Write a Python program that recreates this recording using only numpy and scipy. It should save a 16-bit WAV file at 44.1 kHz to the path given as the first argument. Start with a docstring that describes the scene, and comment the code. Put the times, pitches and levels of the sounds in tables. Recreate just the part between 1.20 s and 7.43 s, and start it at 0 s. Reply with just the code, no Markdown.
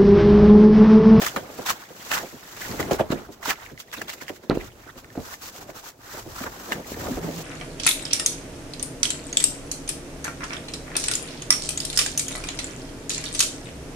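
"""Plasterers with steel trowels and sandy mortar in a bare concrete room, 6.23 s, two channels.
Firm short strokes and taps open over a drag: shaped noise for grit and blade tone, damped modes for taps.
Heavy thuds at 1.7-1.9 s and 3.3 s, random contacts rattling plank modes; some dead blows, single pulses.
Short strokes fill the middle; longer, softer ones follow. A sharp tap at 5.5 s, then a wavering plank groan.
Plank grumble and sway, shaped noise, run throughout; the hits echo in decaying noise."""
import sys
import numpy as np
from scipy import signal
from scipy.fft import rfft, irfft, next_fast_len
from scipy.io import wavfile
from scipy.ndimage import uniform_filter1d, map_coordinates

SR = 44100
rng = np.random.default_rng(int(sys.argv[2]) if len(sys.argv) > 2 else 0)


def waveform_to_disk(signal):
    """Save audio, clipped to [-1, 1], as 16-bit WAV at the path in sys.argv[1]."""
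    frames = np.transpose(np.atleast_2d(signal))
    scaled = np.clip(frames, -1, 1) * 32767
    samples = np.round(scaled).astype(np.int16)
    wavfile.write(sys.argv[1], SR, samples)


N = 274743  # samples

# Room decay: freq_hz, t60_s
ROOM_DECAY = [(100, 0.4), (1000, 0.22), (10000, 0.39)]
# Planks under shifting weight: time_s, grumble_db, sway_db
WEIGHT_SHIFTS = [(0, -47, -63), (.35, -37.5, -73), (.69, -52, -78), (1.04, -43, -62), (1.28, -53, -64),
                 (1.52, -37, -42), (1.72, -32.5, -43), (1.87, -46, -47), (1.99, -37.5, -52),
                 (2.2, -51.5, -64), (2.45, -51, -53), (2.65, -55, -60), (2.95, -45.5, -64),
                 (3.25, -57.5, -62), (3.42, -45, -49), (3.54, -52.5, -51), (3.9, -53.5, -56),
                 (4.2, -51.5, -60), (4.46, -47, -54), (4.7, -56, -63), (5.08, -47, -50), (5.6, -39.5, -54),
                 (5.92, -32.5, -40), (6.23, -45, -51)]
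# Plank modes: freq_hz, width_hz, level_db
PLANK_MODES = [(49, 28, -11.5), (119.5, 72, -6), (183.5, 79, -2.5), (261, 90, -1.5), (369, 120, -2),
               (509, 130, -3.5), (671, 185, -5), (1020, 820, -14)]
# Frame sway spectrum: freq_hz, relative_level_db (per Hz)
SWAY_SPECTRUM = [(12, -43), (30, -7), (60, -8), (120, -6.5), (200, -42)]
# Groan of a bending plank: time_s, pitch_hz, level_db
GROAN_PATH = [(5.84, 360.4, -54), (5.87, 337, -42), (5.92, 250.6, -25.5), (5.955, 280, -34),
              (6, 159.6, -39), (6.07, 171, -33), (6.11, 149.6, -42), (6.18, 172, -36), (6.23, 149, -42)]
# Rattling thuds on the planks: start_s, peak_db, pitch_hz, clatter_over_knock_db
THUD_HITS = [(.015, -19.5, 770, -6), (.162, -18, 556, -3.5), (.385, -19, 430, -31), (.702, -31.5, 415, -15),
             (1.029, -25, 614, -12), (1.123, -32, 102, -19), (1.488, -26.5, 137, -17),
             (1.592, -16, 484, -20), (1.629, -24, 188, -15), (1.708, -8.5, 428, -14),
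             (1.795, -8.5, 670, -12), (1.919, -13.5, 292, -9), (2.085, -29, 310, -25),
             (2.275, -24, 305, -11), (2.512, -33, 175, -13), (2.774, -29.5, 268, 0), (2.812, -27.5, 437, 2),
             (3.016, -32.5, 388, -19), (3.094, -22.5, 406, -28), (3.234, -36.5, 339, -14),
             (3.304, -9.5, 262, 2), (3.312, -17, 900, -3), (3.346, -18.5, 368, -21), (3.662, -37, 347, -13),
             (3.758, -33.5, 296, -7), (3.951, -29.5, 471, -1.5), (3.972, -20.5, 315, -39),
             (3.98, -23.5, 90, -37), (4.486, -28.5, 503, -9), (4.934, -30.5, 590, -1), (4.97, -29, 400, -6),
             (5.059, -29.5, 267, -19), (5.203, -23.5, 210, -4), (5.237, -25, 487, 0),
             (5.267, -27, 993, 1.5), (5.879, -20, 308, -16), (5.97, -19.5, 480, -11),
             (6.038, -24.5, 161, -15), (6.079, -19.5, 272, -14)]
# Single dead blows: start_s, push_db, pitch_hz, snap_over_push_db
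DEAD_BLOWS = [(1.904, -14, 250, -17), (3.298, -7, 354, -10), (3.373, -13, 377, -25), (3.976, -20, 305, -20),
              (5.719, -21, 385, -23)]
# Blade taps: start_s, peak_db, struck_pitch_hz
BLADE_TAPS = [(.0204, -17, 1570), (.0675, -12, 1230), (0.1626, -14.5, 1250), (0.916, -10.5, 1780),
              (.9787, -14, 1240), (1.5998, -18, 1130), (1.628, -21, 2200), (2.308, -12, 1680),
              (2.577, -29.5, 1930), (2.6015, -25, 2730), (2.7157, -28, 3660), (2.7284, -26, 2150),
              (2.816, -29, 1340), (2.8826, -24, 3200), (2.8945, -20, 2270), (2.9367, -28, 2090),
              (3.0142, -35, 2130), (3.0812, -21, 2100), (3.3998, -36, 1720), (3.4123, -25.5, 2110),
              (3.845, -31, 1410), (3.903, -34.5, 1500), (4.1393, -26, 1910), (5.239, -18.5, 1140),
              (5.2685, -24, 1500), (5.5211, -7, 1830), (5.7433, -24.5, 1800), (5.8703, -22, 1230)]
# Damped blade modes: freq_hz, mean_level_db, t60_s
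BLADE_MODES = [(1237, -11.5, 0.027), (1430, -18, 0.067), (1798, -2, 0.042), (2030, 5, 0.018),
               (2750, 1, 0.018), (3410, 15, 0.0089), (3600, -23, 0.059), (6030, -29, 0.013)]
# Spreading between strokes: time_s, hiss_db
DRAG_LEVEL = [(0, -35.5), (.17, -44.5), (.25, -50.5), (.41, -43.5), (.69, -51.5), (.92, -37), (1.17, -49.5),
              (1.61, -41), (1.88, -59), (2.19, -59), (2.65, -59.5), (2.78, -51.5), (3.2, -59.5), (3.9, -57),
              (4.04, -45.5), (4.19, -58), (4.75, -64), (4.91, -54.5), (5.52, -40.5), (5.63, -51),
              (5.99, -56), (6.23, -48)]
# Trowel strokes: start_s, length_s, start_hiss_db, swell_to_end_db, tone_over_hiss_db
TROWEL_STROKES = [(.017, 0.034, -28, -2.5, 1.5), (.063, 0.018, -25, -4.5, -1),
                  (.165, 0.012, -32.5, -7, 10.5), (.462, .044, -31, 8.5, 1), (0.568, .07, -51, 0.5, 7),
                  (0.913, .038, -29.5, 4.5, 2.5), (.971, 0.016, -37, 6, 6.5), (1.298, 0.085, -48, 1.5, -1),
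                  (1.418, 0.13, -35, -10, -0.5), (1.596, .0094, -36, 7.5, 1),
                  (1.713, 0.049, -29.5, -10.5, 1), (1.796, 0.016, -36.5, -7.5, 12),
                  (1.905, 0.015, -44.5, 9, 8.5), (1.943, .11, -47.5, -7.5, 6.5), (2.122, .012, -47, 1, -7),
                  (2.23, 0.021, -39, -2.5, 3.5), (2.255, 0.042, -33.5, 7.5, .6),
                  (2.304, 0.009, -24.5, -2.5, 3.5), (2.369, 0.088, -52.5, 5, 4), (2.491, .03, -53, -2, 5),
                  (2.589, .016, -46, 10.5, -6.5), (2.732, 0.013, -35.5, -4, 1.2),
                  (2.774, 0.029, -41, -8.5, 3), (2.818, .013, -31.5, -14, -2.5), (2.885, .016, -40, 6.5, 2),
                  (2.923, .013, -44, 8, 0), (2.983, 0.02, -48.5, -5, 5), (3.018, 0.016, -38.5, -5, 4),
                  (3.082, 0.014, -44.5, 3.5, 4.5), (3.132, .03, -54.5, 9.5, -6), (3.239, .014, -52, -12, 6),
                  (3.35, 0.016, -43.5, -7, 3), (3.401, .073, -50, 2.2, 3), (3.59, 0.047, -57.5, 0, 4.5),
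                  (3.666, .038, -56.5, 2.2, 7.5), (3.782, 0.02, -45, -5, -0.5), (4.052, 0.09, -45, 6, -2),
                  (4.226, 0.065, -40, 2.5, -5.5), (4.338, .046, -45, 3.5, -3.5),
                  (4.414, .018, -43.5, .6, -1.5), (4.48, .024, -53, 9, 3.5), (4.561, 0.038, -41.5, -1, -2),
                  (4.645, 0.047, -43.5, 4, -3.5), (4.878, .12, -45, 7, 0), (5.099, 0.018, -45.5, 1.5, -13),
                  (5.163, 0.079, -40, 2.5, -2.5), (5.265, .017, -43.5, -12, 15.5),
                  (5.519, .013, -36.5, 1.5, 4.5), (5.673, .06, -40, 1, -8), (5.798, 0.18, -40, -1.5, -2.5),
                  (6.035, 0.063, -44, -0.5, -1), (6.124, .13, -42.5, 2.5, -6.5)]
# Blade angle: time_s, tilt (0 flat, 1 on edge)
BLADE_TILT = [(0, .5), (1, 0.45), (1.9, 0.25), (2.7, 0.66), (3.1, .65), (4, 0.12), (5.3, 0.06), (5.7, 0.5),
              (6.23, .45)]
# Sand hiss spectrum: freq_hz, relative_level_db (per Hz)
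SAND_SPECTRUM = [(1200, -25.5), (2400, -11), (3200, -12), (5400, -9.5), (6700, -8.5), (7800, -11.5),
                 (9200, -22.5), (11500, -15.5), (15800, -13.5)]
# Flat blade spectrum: freq_hz, relative_level_db (per Hz)
FLAT_SPECTRUM = [(350, -17), (700, -7), (1000, -4.5), (1500, -3.5), (1900, -11), (2500, -27), (4000, -61)]
# Blade on edge spectrum: freq_hz, relative_level_db (per Hz)
EDGE_SPECTRUM = [(900, -34), (1500, -2.5), (1900, 1), (2300, -3.5), (3100, -6), (3900, -10), (5500, -27)]
# Position of the work: time_s, left_over_right_db
WORK_PAN = [(0, -1), (1.6, -0.5), (2.3, -3), (2.8, -1), (3.3, -3), (4, -1), (5.2, -0.5), (5.5, 0.5),
            (6.2, -1.5)]
# Channel likeness of the noise: freq_hz, correlation
LIKENESS = [(60, 0.93), (300, 0.94), (640, 0.56), (1400, 0), (15000, 0.039)]
# Channel colour: freq_hz, left_over_right_db
CHANNEL_LEAN = [(60, 1), (500, -0.5), (1300, -1), (6000, -1.5), (8000, 2), (10000, 7), (15800, 5)]

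TOP_HZ = 15800
ECHO_DB = -12.5
RATTLE_T60_S, RATTLE_T60_S_PER_DB, RATTLE_HZ = 0.13, 0.0012, 400  # t60 at 0 dB and this pitch
CRACK_OVER_RING_DB = -1
FIRM_DB, FIRM_BITE_S = -29.5, 0.003  # firm stroke: hiss level, time of its last 10 dB of rise
SOFT_BITE_SHARE_PER_DB = 0.03  # extra bite, share of stroke length per dB below firm
LIFT_DB_PER_S, LINGER_PER_S = 747, 4  # lift-off rate, divided by 1 + linger * length
DRAG_TONE_OVER_HISS_DB = -1.3
CHIPS_PER_S, CHIPS_OVER_HISS_DB = 90, -12


def amp(db):
    """Decibels to gain."""
    return 10 ** (np.asarray(db) / 20)


def unit(x):
    """Scale to rms 1."""
    return x / np.sqrt(np.mean(x ** 2) + 1e-20)


def along(points, hz):
    """Interpolate (Hz, value) points on a log-frequency axis."""
    point_hz, values = np.transpose(points)
    return np.interp(np.log(hz + 1), np.log(point_hz + 1), values)


def curves(rows):
    """One value per sample for each column after the time."""
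    time_s, *columns = np.transpose(rows)
    return [np.interp(np.arange(N) / SR, time_s, column) for column in columns]


def wobble(knots_per_s):
    """Smooth random curve through normal knots."""
    knots = rng.standard_normal(int(N * knots_per_s / SR) + 4)
    return map_coordinates(knots, [np.arange(N) * knots_per_s / SR])


def filtered(x, response):
    """Apply a complex frequency response."""
    size = next_fast_len(x.shape[-1] + 8192)
    spectrum = rfft(x, size) * response(np.fft.rfftfreq(size, 1 / SR))
    return irfft(spectrum, size)[..., :x.shape[-1]]


def resonance(f, hz, width_hz):
    """Causal second-order resonance, gain 1 at its top."""
    return 1j * f * width_hz / (hz * hz - f * f + 1j * f * width_hz)


def sides(left_over_right_db):
    """Left and right gains, half the difference each."""
    return amp(np.multiply.outer([0.5, -0.5], left_over_right_db))


def gritty(colour, grit_db, patchy_db):
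    """Stereo noise of unequal grains, its spectrum shifting in patches, its bass alike in both channels."""
    grain_db = grit_db * np.minimum(rng.exponential(size=N // 8 + 1), 4)
    sizes = amp(grain_db).repeat(8)[:N]  # 8-sample grains
    z = signal.stft(sizes * rng.standard_normal((2, N)), nperseg=256)[2]
    field = rng.standard_normal(z.shape[1:])
    field = uniform_filter1d(field, size=4, axis=0)
    field = uniform_filter1d(field, size=5, axis=1)
    pair = signal.istft(z * amp(patchy_db * unit(field)), nperseg=256)[1][:, :N]

    def mid_side(hz):
        angle = np.arccos(np.clip(along(LIKENESS, hz), -1, 1)) / 2
        return colour(hz) * [np.cos(angle), np.sin(angle)]

    mid, side = filtered(pair, mid_side)
    return unit(np.array([mid + side, mid - side]))


def room(x):
    """Concrete reverberation: delayed noise tail, each frequency decaying at its own rate."""
    hz, t, z = signal.stft(rng.standard_normal((2, SR // 2)), SR, nperseg=256)
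    decay = amp(-60 * t / along(ROOM_DECAY, hz)[:, None])
    tail = signal.istft(z * decay, SR, nperseg=256)[1]
    delayed = np.pad(x, ((0, 0), (300, 0)))
    return signal.fftconvolve(delayed, tail / np.linalg.norm(tail[0]), axes=1)[:, :N]


def plank(f):
    """Sum of broad plank modes, alternating in sign."""
    return sum((-1) ** k * amp(db) * resonance(f, hz, width_hz)
               for k, (hz, width_hz, db) in enumerate(PLANK_MODES))


def grumble():
    """Loose planks rub, noise through their modes; the frame sways below them."""
    grumble_db, sway_db = curves(WEIGHT_SHIFTS)
    rub = amp(1.2 * wobble(30) + 2.1 * wobble(12))
    rub = rub * gritty(plank, grit_db=2.0, patchy_db=2.5)
    sway = amp(2.0 * wobble(9))
    sway = sway * gritty(lambda hz: amp(along(SWAY_SPECTRUM, hz)), grit_db=-0.5, patchy_db=2)
    return amp(grumble_db) * unit(rub) + amp(sway_db) * unit(sway)


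def groan():
    """Slip in a bending plank: narrow wavering band along the pitch path."""
    hz, db = curves(GROAN_PATH)
    heard = np.arange(N) > GROAN_PATH[0][0] * SR
    phase = 2 * np.pi * np.cumsum(hz) / SR
    in_phase = np.cos(phase) * (1 + 0.35 * wobble(35))
    quadrature = np.sin(phase) * 0.4 * wobble(35)
    return heard * amp(db) * (in_phase + quadrature)


def thuds():
    """Feet, tools and mortar lumps: dying rattles of contacts excite plank modes up to the contact pitch."""
    out, t = np.zeros((2, N + SR)), np.arange(SR // 3) / SR
    for start_s, peak_db, hz, clatter_db in THUD_HITS:
        t60_s = RATTLE_T60_S + RATTLE_T60_S_PER_DB * peak_db
        t60_s *= min(RATTLE_HZ / hz, 1.5) ** 0.47  # higher dies sooner
        contacts = rng.standard_normal((2, len(t))) * (rng.random(len(t)) < 2200 / SR)
        rattle = contacts[0] + 0.38 * contacts[1] * [[1], [-1]]  # spread along the plank
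        rattle[:, 40] = -4  # one sure contact
        blows = rattle * amp(-60 * t / np.clip(t60_s, 0.01, 0.6)) * (1 - np.exp(-t / 0.0017))
        knock = filtered(blows, lambda f: plank(f) * (
            resonance(f, hz, 1.07 * hz) + 0.33 / (1 + 1j * f / hz) ** 2))
        clatter = filtered(blows * amp(-60 * t / 0.3), lambda f: (
            resonance(f, 990, 1250) ** 2 / (1 + 1j * f / 2500) ** 2))
        both = knock / np.abs(knock).max() + amp(clatter_db) * clatter / np.abs(clatter).max()
        out[:, round(start_s * SR):][:, :len(t)] += amp(peak_db) * both / np.abs(both).max()
    return out[:, :N]


def dead_blows():
    """One push and pull of air under a steel snap, with a longer deep jolt of the frame."""
    out, t = np.zeros(N + SR), np.arange(SR // 4) / SR
    for start_s, push_db, hz, snap_db in DEAD_BLOWS:
        push = np.sin(2 * np.pi * hz * t) * np.clip(4 * (1.1 - hz * t), 0, 1)  # about one cycle
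        noise = filtered(rng.standard_normal(len(t)), lambda f: 1 / (1 + 1j * f / 4500) ** 2)
        snap = amp(snap_db - 60 * t / 0.0084) * (np.sin(2 * np.pi * 4100 * t) + 0.9 * noise)
        jolt = 0.072 * amp(-60 * t / 0.32) * np.sin(2 * np.pi * 42 * t)
        out[round(start_s * SR):][:len(t)] += amp(push_db) * (push + snap + jolt)
    return out[:N]


def taps():
    """A crack and the mortar-damped blade's modes, strongest near the struck pitch."""
    out, t = np.zeros((2, N + SR)), np.arange(SR // 8) / SR
    lag_s = np.array([[0], [0.00012]])  # right ring lags in phase
    for start_s, peak_db, pitch_hz in BLADE_TAPS:
        ring = 0
        for hz, mode_db, t60_s in BLADE_MODES:
            level_db = mode_db + rng.normal(0, 3.2) - 29.4 * abs(np.log2(hz / pitch_hz))
            ring = ring + amp(level_db - 60 * t / t60_s) * np.sin(2 * np.pi * hz * (t - lag_s))
        ring = ring * (1 - np.exp(-t / 0.00018))
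        crack = filtered(rng.standard_normal((2, len(t))), lambda f: (
            resonance(f, 2700, 4800) / (1 + 1j * f / 6000) ** 2))
        crack = amp(-60 * t / 0.0072) * crack
        tap = ring / np.abs(ring).max() + amp(CRACK_OVER_RING_DB) * crack / np.abs(crack).max()
        out[:, round(start_s * SR):][:, :len(t)] += amp(peak_db) * tap / np.abs(tap).max()
    return out[:, :N]


def stroke_powers():
    """Hiss and tone power per sample: drag plus strokes that bite, swell and lift off."""
    t = np.arange(N) / SR
    hiss = amp(2 * curves(DRAG_LEVEL)[0])  # doubled dB: power
    tone = hiss * amp(2 * DRAG_TONE_OVER_HISS_DB)
    for start_s, length_s, first_db, swell_db, tone_db in TROWEL_STROKES:
        span = slice(max(int((start_s - 0.1) * SR), 0), int((start_s + length_s + 0.15) * SR))
        u = t[span] - start_s
        bite_s = FIRM_BITE_S + SOFT_BITE_SHARE_PER_DB * max(FIRM_DB - first_db, 0) * length_s
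        lift_db_per_s = LIFT_DB_PER_S / (1 + LINGER_PER_S * length_s)
        level_db = first_db + swell_db * np.clip(u / length_s, 0, 1)
        level_db += 10 * np.minimum(u, 0) / bite_s
        level_db -= lift_db_per_s * np.maximum(u - length_s, 0)
        hiss[span] += amp(2 * level_db)
        tone[span] += amp(2 * (level_db + tone_db))
    return hiss, tone


def trowels():
    """Sand ground under the blade hisses, chips and sounds its broad tone, higher on edge."""
    hiss, tone = stroke_powers()
    tilt = np.clip(curves(BLADE_TILT)[0], 0, 1)
    catch = wobble(70)  # edge catches and slips, shared by all three
    sand = amp(0.84 * catch + wobble(200))
    sand = sand * gritty(lambda hz: amp(along(SAND_SPECTRUM, hz)), grit_db=2.0, patchy_db=0.6)
    flat = amp(0.88 * catch + 1.03 * wobble(90))
    flat = flat * gritty(lambda hz: amp(along(FLAT_SPECTRUM, hz)), grit_db=2, patchy_db=3.0)
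    edge = amp(0.99 * catch + 0.78 * wobble(120))
    edge = edge * gritty(lambda hz: amp(along(EDGE_SPECTRUM, hz)), grit_db=4, patchy_db=6.0)
    # coarse grains snapping
    chips = rng.standard_normal((2, N)) * (rng.random(N) < CHIPS_PER_S / SR)
    chips = filtered(chips, lambda f: resonance(f, 2500, 1500) - 0.66 * resonance(f, 6400, 4500))
    grinding = np.sqrt(hiss) * (unit(sand) + amp(CHIPS_OVER_HISS_DB) * unit(chips))
    flat_tone = np.sqrt(tone * (1 - tilt)) * unit(flat)
    edge_tone = np.sqrt(tone * tilt) * unit(edge)
    return grinding + flat_tone + edge_tone


def scene():
    """Panned hits and trowels over the echo of the hits and the plank grumble."""
    hits = thuds() + dead_blows() + taps() + groan()
    work = (hits + trowels()) * sides(curves(WORK_PAN)[0])
    return work + amp(ECHO_DB) * room(hits) + grumble()


def record(dry):
    """Colour the two channels differently and cut everything from TOP_HZ up."""
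    return filtered(dry, lambda hz: sides(along(CHANNEL_LEAN, hz)) * (hz < TOP_HZ))


dry = scene()
out = record(dry)
waveform_to_disk(out)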